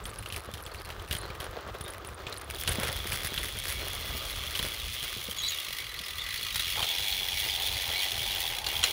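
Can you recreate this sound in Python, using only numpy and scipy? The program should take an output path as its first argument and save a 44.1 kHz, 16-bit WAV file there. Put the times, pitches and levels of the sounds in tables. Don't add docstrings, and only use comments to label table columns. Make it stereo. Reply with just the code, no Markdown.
import sys
import numpy as np
from scipy import signal
from scipy.fft import rfft, irfft
from scipy.io import wavfile
from scipy.ndimage import map_coordinates

SR = 44100
rng = np.random.default_rng(int(sys.argv[2]) if len(sys.argv) > 2 else 0)


def file_out(sig):
    cols = np.atleast_2d(sig).T
    lim = np.clip(cols, -1, 1)
    pcm = np.round(lim * 32767).astype(np.int16)
    wavfile.write(sys.argv[1], SR, pcm)


N = 393372
TIME = np.arange(N) / SR


def from_db(db):
    return 10 ** (np.asarray(db) / 20)


def rms_one(x):
    return x / np.sqrt(np.mean(x ** 2) + 1e-20)


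def in_time(rows):
    times, *columns = np.transpose(rows)
    return [np.interp(TIME, times, column) for column in columns]


def pan(left_db):
    return from_db(np.array([[left_db], [-left_db]]) / 2)


def hiss(likeness=0):
    left, other = rng.standard_normal((2, N))
    return np.array([left, likeness * left + np.sqrt(1 - likeness ** 2) * other])


def scatter(shape, low=-2, high=2):
    return np.clip(rng.standard_normal(shape), low, high)


def drift(per_s):
    knots = rng.standard_normal(N // 20)
    wander = map_coordinates(knots, [np.arange(0, N, 20) * per_s / SR], order=3, mode="wrap")
    return rms_one(wander).repeat(20)[:N]


def cut(x, order, hz, keep):
    return signal.sosfilt(signal.butter(order, hz, keep, fs=SR, output="sos"), x)


def colour(x, points):
    size = 16384
    hz, db = np.transpose(points)
    log_hz = np.log(np.maximum(np.arange(size // 2 + 1) * SR / size, 1))
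    bass_cut_db = 12 * np.minimum(log_hz - np.log(hz[0]), 0) / np.log(2)
    gain = rms_one(from_db(np.interp(log_hz, np.log(hz), db) + bass_cut_db))
    cepstrum = irfft(np.log(gain + 1e-6))
    cepstrum[1:size // 2] *= 2
    cepstrum[size // 2 + 1:] = 0
    response = irfft(np.exp(rfft(cepstrum)))
    return signal.oaconvolve(x, response[None], axes=1)[:, :N]


def resonance(x, hz, width_hz):
    r = np.exp(-np.pi * width_hz / SR)
    feed = np.sqrt((1 - r * r) / 2) * np.array([1, 0, -1])
    return signal.lfilter(feed, [1, -2 * r * np.cos(2 * np.pi * hz / SR), r * r], x + 1e-18)


def impulses(times, sizes):
    out = np.zeros(N)
    np.add.at(out, np.clip((np.asarray(times) * SR).astype(int), 0, N - 1), sizes)
    return out


def fade(x, t60):
    return signal.lfilter([1], [1, -from_db(-60 / (t60 * SR))], x + 1e-18)


def ring(strikes, hz, t60, phase):
    pole = from_db(-60 / (t60 * SR)) * np.exp(2j * np.pi * hz / SR)
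    ears = np.exp(.5j * phase * np.array([[1], [-1]]))
    return np.real(signal.lfilter([1], [1, -pole], strikes + 1e-18) * ears)


def clatter(clicks, rise_s, t60, tail_db, tail_t60):
    power = fade(clicks ** 2, t60 / 2) + fade((from_db(tail_db) * clicks) ** 2, tail_t60 / 2)
    r = np.exp(-1 / (rise_s * SR))
    return np.sqrt(signal.lfilter([(1 - r) ** 2], [1, -2 * r, r * r], power)) * hiss()


def hits(rows, width_hz, rise_s, t60):
    out, t = np.zeros((2, N + SR)), TIME[:SR // 5]
    envelope = (1 - np.exp(-t / rise_s)) ** 2 * from_db(-60 * t / t60)
    for start_s, db, hz in rows:
        mid, side = rng.standard_normal((2, len(t))) * envelope
        burst = np.array([mid + .7 * side, mid - .7 * side])
        blow = resonance(resonance(burst, hz, width_hz), hz, 3 * width_hz)
        start = int(start_s * SR)
        out[:, start:start + len(t)] += from_db(db) * blow / np.abs(blow).max()
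    return out[:, :N]


def pings(times, sizes, low_hz, high_hz, t60, spread_db, count=17):
    picks, phases = rng.integers(0, count, len(times)), rng.uniform(-np.pi, np.pi, count)
    sizes = sizes * from_db(spread_db * scatter(len(times), high=1.3))
    return rms_one(sum(ring(impulses(times[picks == k], sizes[picks == k]), hz, t60, phases[k])
                       for k, hz in enumerate(np.geomspace(low_hz, high_hz, count))))


# t/s, rumble level/dB, tyre level/dB, air level/dB
RIDE = [(0, -52, -57, -54), (.7, -52.5, -56, -51.5), (1.7, -52, -52, -51.5), (2.15, -52.5, -54.5, -52),
        (2.6, -49, -53, -51), (2.83, -49.5, -47, -59), (3.0, -45.5, -53, -54), (3.6, -51.5, -55, -57),
        (3.95, -46, -51.5, -50), (4.5, -51, -56.5, -50), (4.9, -53.5, -58, -52.5), (5.9, -56, -62, -52.5),
        (6.6, -50.5, -62, -49.5), (7.0, -53, -58.5, -49), (7.5, -51.5, -56, -47.5), (8.92, -49.5, -56, -46)]
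# f/Hz, level/dB
RUMBLE_COLOUR = [(15, -30), (28, -7), (42, 3.5), (75, 4.5), (100, 0.5), (140, -8), (250, -16), (500, -39),
                 (1000, -37)]
TYRE_COLOUR = [(60, -18), (200, -34), (280, -3.5), (380, 2.5), (560, 1.5), (900, -3.5), (1600, -3.5),
               (2300, -11), (3500, -10), (5000, -18.5), (7500, -27), (10000, -43), (16000, -22)]


def road(shake, grains_per_s=300, grip_shift_s=6.76):
    rumble_db, tyre_db, air_db = in_time(RIDE)
    rumble = colour(hiss(likeness=.13), RUMBLE_COLOUR) * from_db(rumble_db - 2 + 2.96 * drift(18))
    grains = (rng.random(N) < grains_per_s / SR) * from_db(7 * scatter(N))
    grit = rms_one(clatter(grains, rise_s=.0001, t60=.005, tail_db=-25, tail_t60=.02))
    tyres = colour(hiss() + from_db(-3) * grit, TYRE_COLOUR)
    tyres *= from_db(tyre_db + 6 + 4.5 * shake + 2.2 * drift(40))
    shifted = np.clip((TIME - grip_shift_s) / .0096, 0, 1)
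    rush = hiss(likeness=-.26) * from_db(air_db + 3 + 2 * drift(60))
    before = resonance(rush * (1 - shifted), hz=1205, width_hz=170)
    after = resonance(rush * shifted, hz=800, width_hz=156)
    air = cut(before + after, 2, [450, 2400], "band")
    return rumble * pan(24.6) + tyres * pan(-9) + air * pan(-2.7)


# t/s, rate/(ticks per s), level/dB
CABLE_TICKS = [(0, 48, -46.5), (2.2, 32, -44.5), (2.58, 36, -30), (2.7, 64, -34), (3.5, 206, -35.5),
               (4.1, 34, -35), (8.92, 18, -44)]
# f/Hz, level/dB
TICK_COLOUR = [(2000, 8.5), (3200, -1), (5000, 1.5), (7500, -6), (9000, 0.5), (10100, 5), (11500, -1.5),
               (16000, -3)]


def cable_ticks(shake, shake_ticks_per_s=200, spread_db=7):
    per_s, tick_db = in_time(CABLE_TICKS)
    chance = (per_s + shake_ticks_per_s * shake) * from_db(4 * drift(14)) / SR
    clicks = (rng.random(N) < chance) * from_db(tick_db + 2.5 + spread_db * scatter(N, high=1.6))
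    return colour(clatter(clicks, rise_s=.00015, t60=.005, tail_db=-9, tail_t60=.014), TICK_COLOUR)


def sand(shake, per_s=55, level_db=-51, spread_db=6):
    snapping = rng.random(N) < per_s / SR
    specks = snapping * from_db(level_db + 5 * shake + spread_db * scatter(N, high=1.6))
    snaps = clatter(specks, rise_s=.0001, t60=.004, tail_db=-25, tail_t60=.02)
    return resonance(snaps, hz=3600, width_hz=3200)


# t/s, level/dB, f/Hz
CLIP_TINGS = [(0.0385, -36, 8100), (0.0628, -34, 9800), (0.091, -39, 9750), (0.0997, -39, 8270),
              (0.1855, -29, 9850), (0.2867, -35, 10200), (0.623, -38, 11300), (0.6509, -38, 8020),
              (1.1832, -29.5, 9400), (1.212, -33, 9590), (1.4406, -36, 9690), (1.809, -32.5, 10000),
              (1.838, -34, 9650), (1.9026, -31, 10200), (2.07, -33, 9830), (2.1436, -38, 9300),
              (2.3795, -32, 9540), (2.4414, -39, 9690), (2.5047, -44, 9630), (2.6885, -20.5, 9500)]


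def clip_tings(gain_db=2):
    times, peak_db, hz = np.transpose(CLIP_TINGS)
    return hits(zip(times, peak_db + gain_db, hz), width_hz=800, rise_s=.0013, t60=.022)


# t/s, clack level/dB, f/Hz, bright edge/dB, thump level/dB, rebound/dB
JOLTS = [(0.054, -38.5, 3360, 6.5, -45, -20), (0.134, -52, 2600, 9, -64, -20),
         (0.185, -47, 2700, 6.5, -67, 1), (0.233, -47, 2560, -6, -65, -20),
         (0.2588, -34.5, 2700, -6, -54, -22), (0.3005, -36, 2640, -13, -56, -22),
         (0.3234, -37.5, 3070, 6.5, -45.5, -7), (0.342, -36, 2650, -5, -60, -26),
         (0.362, -34.5, 2450, 5, -47, -32), (0.538, -36, 3150, 2, -45, -8.5),
         (0.663, -37.5, 3220, 2, -50, -20), (0.745, -40.5, 2340, 1, -52, -15),
         (0.902, -39, 2640, 1, -45, -27), (0.995, -41, 3320, -11, -62, -20),
         (1.077, -45, 2720, -11, -63, -20), (1.1098, -28, 3100, -1.5, -38, -2.5),
         (1.126, -33, 3070, 8.5, -46, -7), (1.301, -41, 2440, -15, -41.5, -16),
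         (1.4019, -36, 3130, 6, -44, -8), (1.809, -45.5, 3330, 10, -42, -5),
         (1.88, -43, 3140, 7.5, -64, -10), (2.0474, -43, 2340, 4.5, -50, -2.5),
         (2.2664, -31.5, 2730, -17, -44, -27), (2.274, -42, 3300, -10, -58, -28),
         (2.3242, -34, 4100, -8, -60, -5.5), (2.6757, -22.5, 2930, -3, -39, -10),
         (2.691, -41.5, 1790, 4, -38, -23), (2.8327, -31.5, 2240, 5.5, -43, -3),
         (3.12, -29, 2480, 2, -43, -16), (3.13, -37.5, 2800, 12.5, -41, -22),
         (3.2482, -36.5, 3200, 10.5, -41, -23), (3.376, -27, 3170, -14, -42, -21),
         (4.5513, -26.5, 3140, -6, -51, -0.5), (4.627, -40, 3180, 13, -40.5, -6),
         (5.028, -38, 3200, 8.5, -48, -17), (6.5579, -29.5, 3210, 8, -46, -5),
         (6.826, -24.5, 3060, -2, -42, -20), (8.6642, -26.5, 4450, -10, -47, -21),
         (8.83, -24, 3260, -10, -59, -17), (8.8379, -17.5, 2880, -5, -60, -12.5)]
# f/Hz, level/dB
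CLACK_COLOUR = [(300, -39), (900, 5.5), (1500, 11.5), (2150, -4), (2600, 3.5), (3100, 14.5), (3600, 0),
                (4100, 13.5), (4800, 1), (7100, -1), (8000, -0.5), (10000, -18)]


def knocks(rebound_s=.04, thump_hz=75, thump_width_hz=55):
    times, clack_db, hz, edge_db, thump_db, rebound_db = np.transpose(JOLTS)
    slaps = [times, clack_db, hz, edge_db, thump_db]
    rebounds = [times + rebound_s, clack_db + rebound_db, hz, edge_db, thump_db + rebound_db]
    times, clack_db, hz, edge_db, thump_db = np.hstack([slaps, rebounds])
    clack_taps = settling(times, clack_db + 2)
    clack = clatter(clack_taps, rise_s=.00035, t60=.008, tail_db=-14, tail_t60=.08)
    edge_taps = settling(times, clack_db + edge_db + 7)
    edge = clatter(edge_taps, rise_s=.0003, t60=.007, tail_db=-20, tail_t60=.04)
    tone = hits(zip(times, clack_db + 9, hz), width_hz=550, rise_s=.00063, t60=.026)
    thump = resonance(impulses(times, from_db(thump_db - 2)), thump_hz, thump_width_hz)
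    thump = cut(thump * np.sqrt(SR / thump_width_hz), 2, 200, "low")
    return colour(clack, CLACK_COLOUR) + tone + colour(edge, TICK_COLOUR) + thump * pan(21.5)


def settling(times, db, count=4, gap_s=.006, loss_db=3):
    chance = rng.random((len(times), 2, count))
    later = times[:, None] + np.cumsum(gap_s * (.5 + chance[:, 0]), axis=1)
    weaker_db = db[:, None] - 6 - loss_db * np.arange(count) + 2.5 * (2 * chance[:, 1] - 1)
    return impulses(times, from_db(db)) + impulses(later.ravel(), from_db(weaker_db.ravel()))


def frame_shake(db_share=.48):
    times, clack_db = np.transpose(JOLTS)[:2]
    kicks = impulses(times, from_db(db_share * (clack_db - clack_db.max())))
    return fade(kicks, t60=.48)


# t/s, rate/(calls per s), level/dB, lowest mid-call f/Hz
FLOCK = [(0, 2, -54, 3900), (.7, 8, -53, 3900), (1.4, 10, -52, 3800), (2.4, 0, -53, 3500),
         (5.7, 6, -43, 3200), (6.5, 20, -38, 3400), (8.4, 22, -38.5, 3400), (8.55, 4, -47, 3200)]
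# t/s, length/s, start f/Hz, middle f/Hz, end f/Hz, level/dB, overtone/dB above that
CHIRPS = [(.478, 0.066, 2800, 3380, 3650, -54, -25), (.712, 0.014, 4600, 4400, 4100, -47, -25),
          (.775, 0.028, 4750, 4450, 4150, -51, -25), (.837, 0.024, 4650, 4370, 3960, -48.5, -22),
          (1.17, 0.11, 3930, 4130, 3920, -48, -23), (1.815, 0.085, 3200, 3720, 3400, -49, -25),
          (5.372, 0.06, 3420, 3300, 3270, -37.5, -2.5), (5.415, 0.081, 3750, 3960, 3990, -29.5, -21),
          (5.456, 0.032, 4200, 4600, 4370, -35, -20), (5.475, 0.044, 3370, 3370, 3400, -40.5, 5.5),
          (5.495, 0.067, 4120, 3820, 3510, -33, -25), (6.03, 0.033, 5080, 5030, 4800, -41, -25),
          (6.175, 0.072, 3170, 3610, 3220, -34, -23), (6.37, 0.026, 4370, 4470, 4400, -40, -25),
          (6.86, 0.091, 3000, 3410, 3130, -31, -26), (7.11, 0.032, 4450, 4380, 4240, -34, -25),
          (7.47, .035, 4980, 4960, 4900, -37, -30), (7.595, .1, 2850, 3520, 3400, -33, -27),
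          (8.0, 0.066, 2810, 3160, 3300, -39, -17)]


def birds(highest_hz=4700, waver=.017, rasp_db=-8, echo_db=-8):
    song, wobble, flutter = np.zeros(N), drift(900), from_db(3.5 * drift(400))
    per_s, flock_db, lowest_hz = in_time(FLOCK)
    starts = np.flatnonzero(rng.random(N) < per_s / SR)
    calls = list(CHIRPS)
    for i, (long, high, bend, faint) in zip(starts, rng.random((len(starts), 4))):
        top_hz = lowest_hz[i] + (highest_hz - lowest_hz[i]) * high
        arch_hz = top_hz * (1 - .1725 * bend), top_hz, top_hz * (1 - .14 * (1 - bend))
        db = flock_db[i] - 5 * faint - 5 * high
        calls.append((i / SR, .0232 + .0373 * long, *arch_hz, db, -25))
    for start, length, *arch_hz, db, overtone_db in calls:
        at = np.arange(int(start * SR), min(int((start + length) * SR), N))
        progress = np.linspace(0, 1, len(at))
        hz = np.polyval(np.polyfit([0, .5, 1], arch_hz, 2), progress) * (1 + waver * wobble[at])
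        phase = 2 * np.pi * np.cumsum(hz) / SR
        whistle = np.sin(phase) + from_db(overtone_db) * np.sin(2 * phase)
        song[at] += from_db(db) * np.sin(np.pi * progress) * flutter[at] * whistle
    song *= 1 + from_db(rasp_db) * drift(1800)
    walls = rng.standard_normal((2, SR // 4)) * from_db(-60 * TIME[:SR // 4] / .25)
    walls /= np.sqrt(np.sum(walls ** 2, axis=1, keepdims=True))
    return song + from_db(echo_db) * signal.fftconvolve(song[None], walls, axes=1)[:, :N]


# t/s, level/dB, f/Hz, scuff/dB above that level
BUMPS = [(0.477, -33, 70.6, -25), (0.488, -33, 1300, 0), (0.858, -34, 1300, -5), (1.572, -26.5, 620, -5.5),
         (1.666, -30, 1090, 0.5), (1.688, -27, 560, -8.5), (1.84, -32, 400, -8), (2.482, -44, 75.5, -20),
         (2.784, -19, 195, -9.5), (2.808, -28, 110, -12), (2.833, -20, 480, -13), (2.849, -27, 89, -10),
         (2.89, -28, 95, -3), (3.055, -25, 380, -11), (3.321, -29, 180, -8), (3.448, -35, 400, -3),
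         (4.149, -28, 450, -11), (4.471, -34, 70.5, -29), (4.595, -31, 160, -2), (4.645, -28, 336, -4),
         (5.165, -34, 200, -5), (5.285, -29, 188, -7), (6.004, -34, 170, -8), (6.668, -33, 80, -25),
         (6.79, -37, 95, -20), (7.65, -36, 55, -27)]
# f/Hz, level/dB
SCUFF_COLOUR = [(110, -8), (200, 8), (300, -5), (480, 9), (800, -2), (1500, 0), (3000, -40)]


def bumps(cycles=5):
    times, peak_db, pitch_hz, scuff_db = np.transpose(BUMPS)
    thuds = 0
    for start, db, hz in zip(times, peak_db, pitch_hz):
        thud = ring(impulses([start], from_db(db - 1)), hz, t60=cycles / hz, phase=.79)
        left_db = np.interp(hz, [100, 220], [12, -3])
        thuds += cut(thud, 1, [hz / 2, 2 * hz], "band") * pan(left_db)
    clicks = impulses(times, from_db(peak_db + scuff_db))
    scuff = clatter(clicks, rise_s=.00025, t60=.036, tail_db=-27, tail_t60=.043)
    return thuds + colour(scuff, SCUFF_COLOUR) * pan(1)


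# t/s, rate/(teeth per s)
TOOTH_RATE = [(2.45, 30), (2.85, 148), (3.35, 132), (3.7, 143), (4.25, 124), (4.4, 134), (4.62, 120),
              (5.12, 112), (5.3, 58), (5.55, 75), (5.72, 44), (5.81, 56), (5.9, 40), (5.98, 40), (6.08, 54),
              (6.21, 35), (6.35, 58), (6.52, 52), (6.62, 82), (6.75, 95), (6.85, 80), (7.1, 101),
              (7.22, 85), (7.4, 108), (7.58, 87), (7.8, 99), (8.25, 82), (8.4, 94), (8.53, 80), (8.59, 35),
              (8.66, 38), (8.72, 84), (8.92, 75)]
# t/s, accent/dB
ACCENTS = [(5.726, 7), (5.915, -4), (5.989, 9), (6.155, -2), (6.263, 2), (6.465, 5.5), (6.743, -8),
           (6.982, 5.5), (7.081, 5.5), (7.371, 6), (7.585, -3), (8.117, 5.5), (8.463, 3), (8.584, 9),
           (8.642, 5.5)]


def teeth(waver=.055, jitter=.06):
    per_s, = in_time(TOOTH_RATE)
    accent_times, accents = np.transpose(ACCENTS)
    passed = np.cumsum(per_s * (1 + waver * drift(14))) / SR
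    marks = np.interp([0, *accent_times, TIME[-1]], TIME, passed)
    number = np.cumsum(np.round(np.diff(marks, prepend=0))).astype(int)
    positions = np.interp(np.arange(number[-1]), number, marks)
    times = np.interp(positions, passed, TIME)
    period, accent_db = np.gradient(times), np.zeros(len(times))
    times += jitter * period * scatter(len(times))
    times[number[1:-1]], accent_db[number[1:-1]] = accent_times, accents
    return times, period, accent_db


# t/s, level/dB
CATCH_LEVEL = [(2.45, -52.5), (2.7, -55), (3.3, -55), (4.2, -52), (5.3, -51), (5.6, -47.5), (5.93, -51),
               (6.2, -47.5), (6.65, -45.5), (8.5, -45), (8.61, -48), (8.75, -46), (8.92, -46.5)]
# f/Hz, level/dB
CATCH_COLOUR = [(880, -41), (1500, -15.5), (1790, -9.5), (1960, -7), (2660, -4), (3310, 0), (3810, -5),
                (4120, -5.5), (5280, -10), (6240, -10.5), (7840, -18.5), (10000, -11), (12900, -17.5),
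                (14900, -13), (16000, -15.5)]
# f/Hz, level/dB, t60/s, phase between the ears/rad
HUB_NOTES = [(1996, -8.5, 0.018, 2), (2252, -11, 0.064, 4.5), (2464, -13.5, 0.085, -2),
             (2830, -16.5, 0.09, 0), (3230, -11, 0.023, -3.5), (3330, -17, 0.084, -1),
             (3570, -19, 0.029, 2), (3990, -14, 0.12, 4.5), (4200, -12, 0.044, -2),
             (4450, -23.5, 0.037, 1.5), (5560, -15.5, 0.059, 4), (10000, -28, 0.012, 4.5),
             (14900, -17, .008, 5)]
# t/s, chime level/dB, lowest hub note's level/dB
RINGING = [(2.5, -3, -3), (4.4, -5.5, -1), (5.3, -8, -2.5), (6.2, -11, 9), (6.8, -3.5, -4), (8.9, -6, -2)]


def freewheel(shake, second_catch_s=.001208, uneven_db=1.5, bounce_db=-9.5, gain_db=16):
    strength_db, = in_time(CATCH_LEVEL)
    chime_db, lowest_db = in_time(RINGING)
    times, period, accent_db = teeth()
    size_luck, lag_luck, bounce_luck, second_luck = scatter((len(times), 4)).T
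    sizes = from_db(uneven_db * size_luck * (accent_db == 0) + .54 * accent_db)
    second_times = times + second_catch_s + .07 * period * (1 + .5 * lag_luck)
    clicks = impulses(times, sizes)
    clicks += impulses(second_times, sizes * from_db(uneven_db * second_luck - 3))
    clicks += impulses(times + period * (.4 + .12 * bounce_luck), sizes * from_db(bounce_db))
    drops = rms_one(clatter(clicks, rise_s=.001, t60=.012, tail_db=-17, tail_t60=.12))
    whirr = from_db(-6) * hiss()
    crack = rms_one(colour(drops + whirr, CATCH_COLOUR))
    sizzle = pings(second_times, sizes, 14300, 15400, t60=.009, spread_db=5, count=5)
    glint = cut(crack, 1, 12000, "high") * (from_db(4 * drift(45)) - 1)
    crack += glint + from_db(-12.5) * sizzle
    taps = rms_one(clatter(clicks, rise_s=.0005, t60=.004, tail_db=-14, tail_t60=.08))
    slide = from_db(-5) * hiss()
    strikes = (taps + slide)[0]
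    notes = []
    for hz, db, t60, phase in HUB_NOTES:
        swell = from_db(4 * np.minimum(drift(24), 1.3))
        notes.append(from_db(db) * rms_one(ring(strikes * swell, hz, t60, phase)))
    cogs = pings(second_times, sizes, 1980, 5100, t60=.032, spread_db=4)
    cogs = from_db(-6) * rms_one(colour(cogs, CATCH_COLOUR))
    hub = from_db(2 * drift(7) - 1) * (from_db(lowest_db) * notes[0] + sum(notes[1:]))
    chime = from_db(chime_db) * catch_chime(times + second_catch_s, accent_db)
    coasting = np.clip((TIME - TOOTH_RATE[0][0]) / .15, 0, 1)
    level = coasting * from_db(strength_db + gain_db + 3 * shake)
    return level * rms_one(crack + hub + cogs + chime) * pan(-.55)


def catch_chime(times, accent_db, hz=3380, spread_db=3.2):
    luck_db = spread_db * scatter(len(times), -2.5, 1) * (accent_db == 0)
    note = ring(impulses(times, from_db(luck_db + accent_db)), hz, t60=.009, phase=1.5)
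    return rms_one(resonance(note, hz, width_hz=350))


# t/s, length/s, level/dB, f/Hz, width/Hz
RUBS = [(2.686, 0.047, -52, 1500, 1200), (2.81, 0.094, -40.5, 1500, 900), (6.755, 0.094, -36.5, 775, 350)]


def finger_rubs(rough_db=6, gain_db=.5):
    out = np.zeros((2, N))
    slips = hiss() * from_db(rough_db * np.minimum(drift(250), 1))
    for start, length, db, hz, width_hz in RUBS:
        progress = np.clip((TIME - start) / length, 0, 1)
        stroke = np.sqrt(np.abs(np.sin(np.pi * progress)))
        out += resonance(slips * stroke * from_db(db + gain_db), hz, width_hz)
    return out * pan(-3)


# t/s, level/dB
CLINKS = [(8.665, -26), (8.839, -14)]
# f/Hz, level/dB, t60/s, phase between the ears/rad
CLINK_NOTES = [(4100, -1, 0.059, 1.2), (5850, -5, 0.021, -1), (6780, -10, .02, .5), (7060, -6, 0.03, .5),
               (9200, -11, 0.016, 0)]


def clinks():
    times, clink_db = np.transpose(CLINKS)
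    return sum(ring(impulses(times, from_db(clink_db + db)), hz, t60, phase)
               for hz, db, t60, phase in CLINK_NOTES)


def scene():
    shake = frame_shake()
    rolling = road(shake) + cable_ticks(shake) + sand(shake)
    return rolling + clip_tings() + knocks() + birds() + bumps() + freewheel(shake) + finger_rubs() + clinks()


def record(dry, ceiling=.9, cutoff_hz=15720):
    rounded = ceiling * np.tanh(dry / ceiling)
    return signal.sosfilt(signal.ellip(12, .1, 80, cutoff_hz, fs=SR, output="sos"), rounded)


dry = scene()
out = record(dry)
file_out(out)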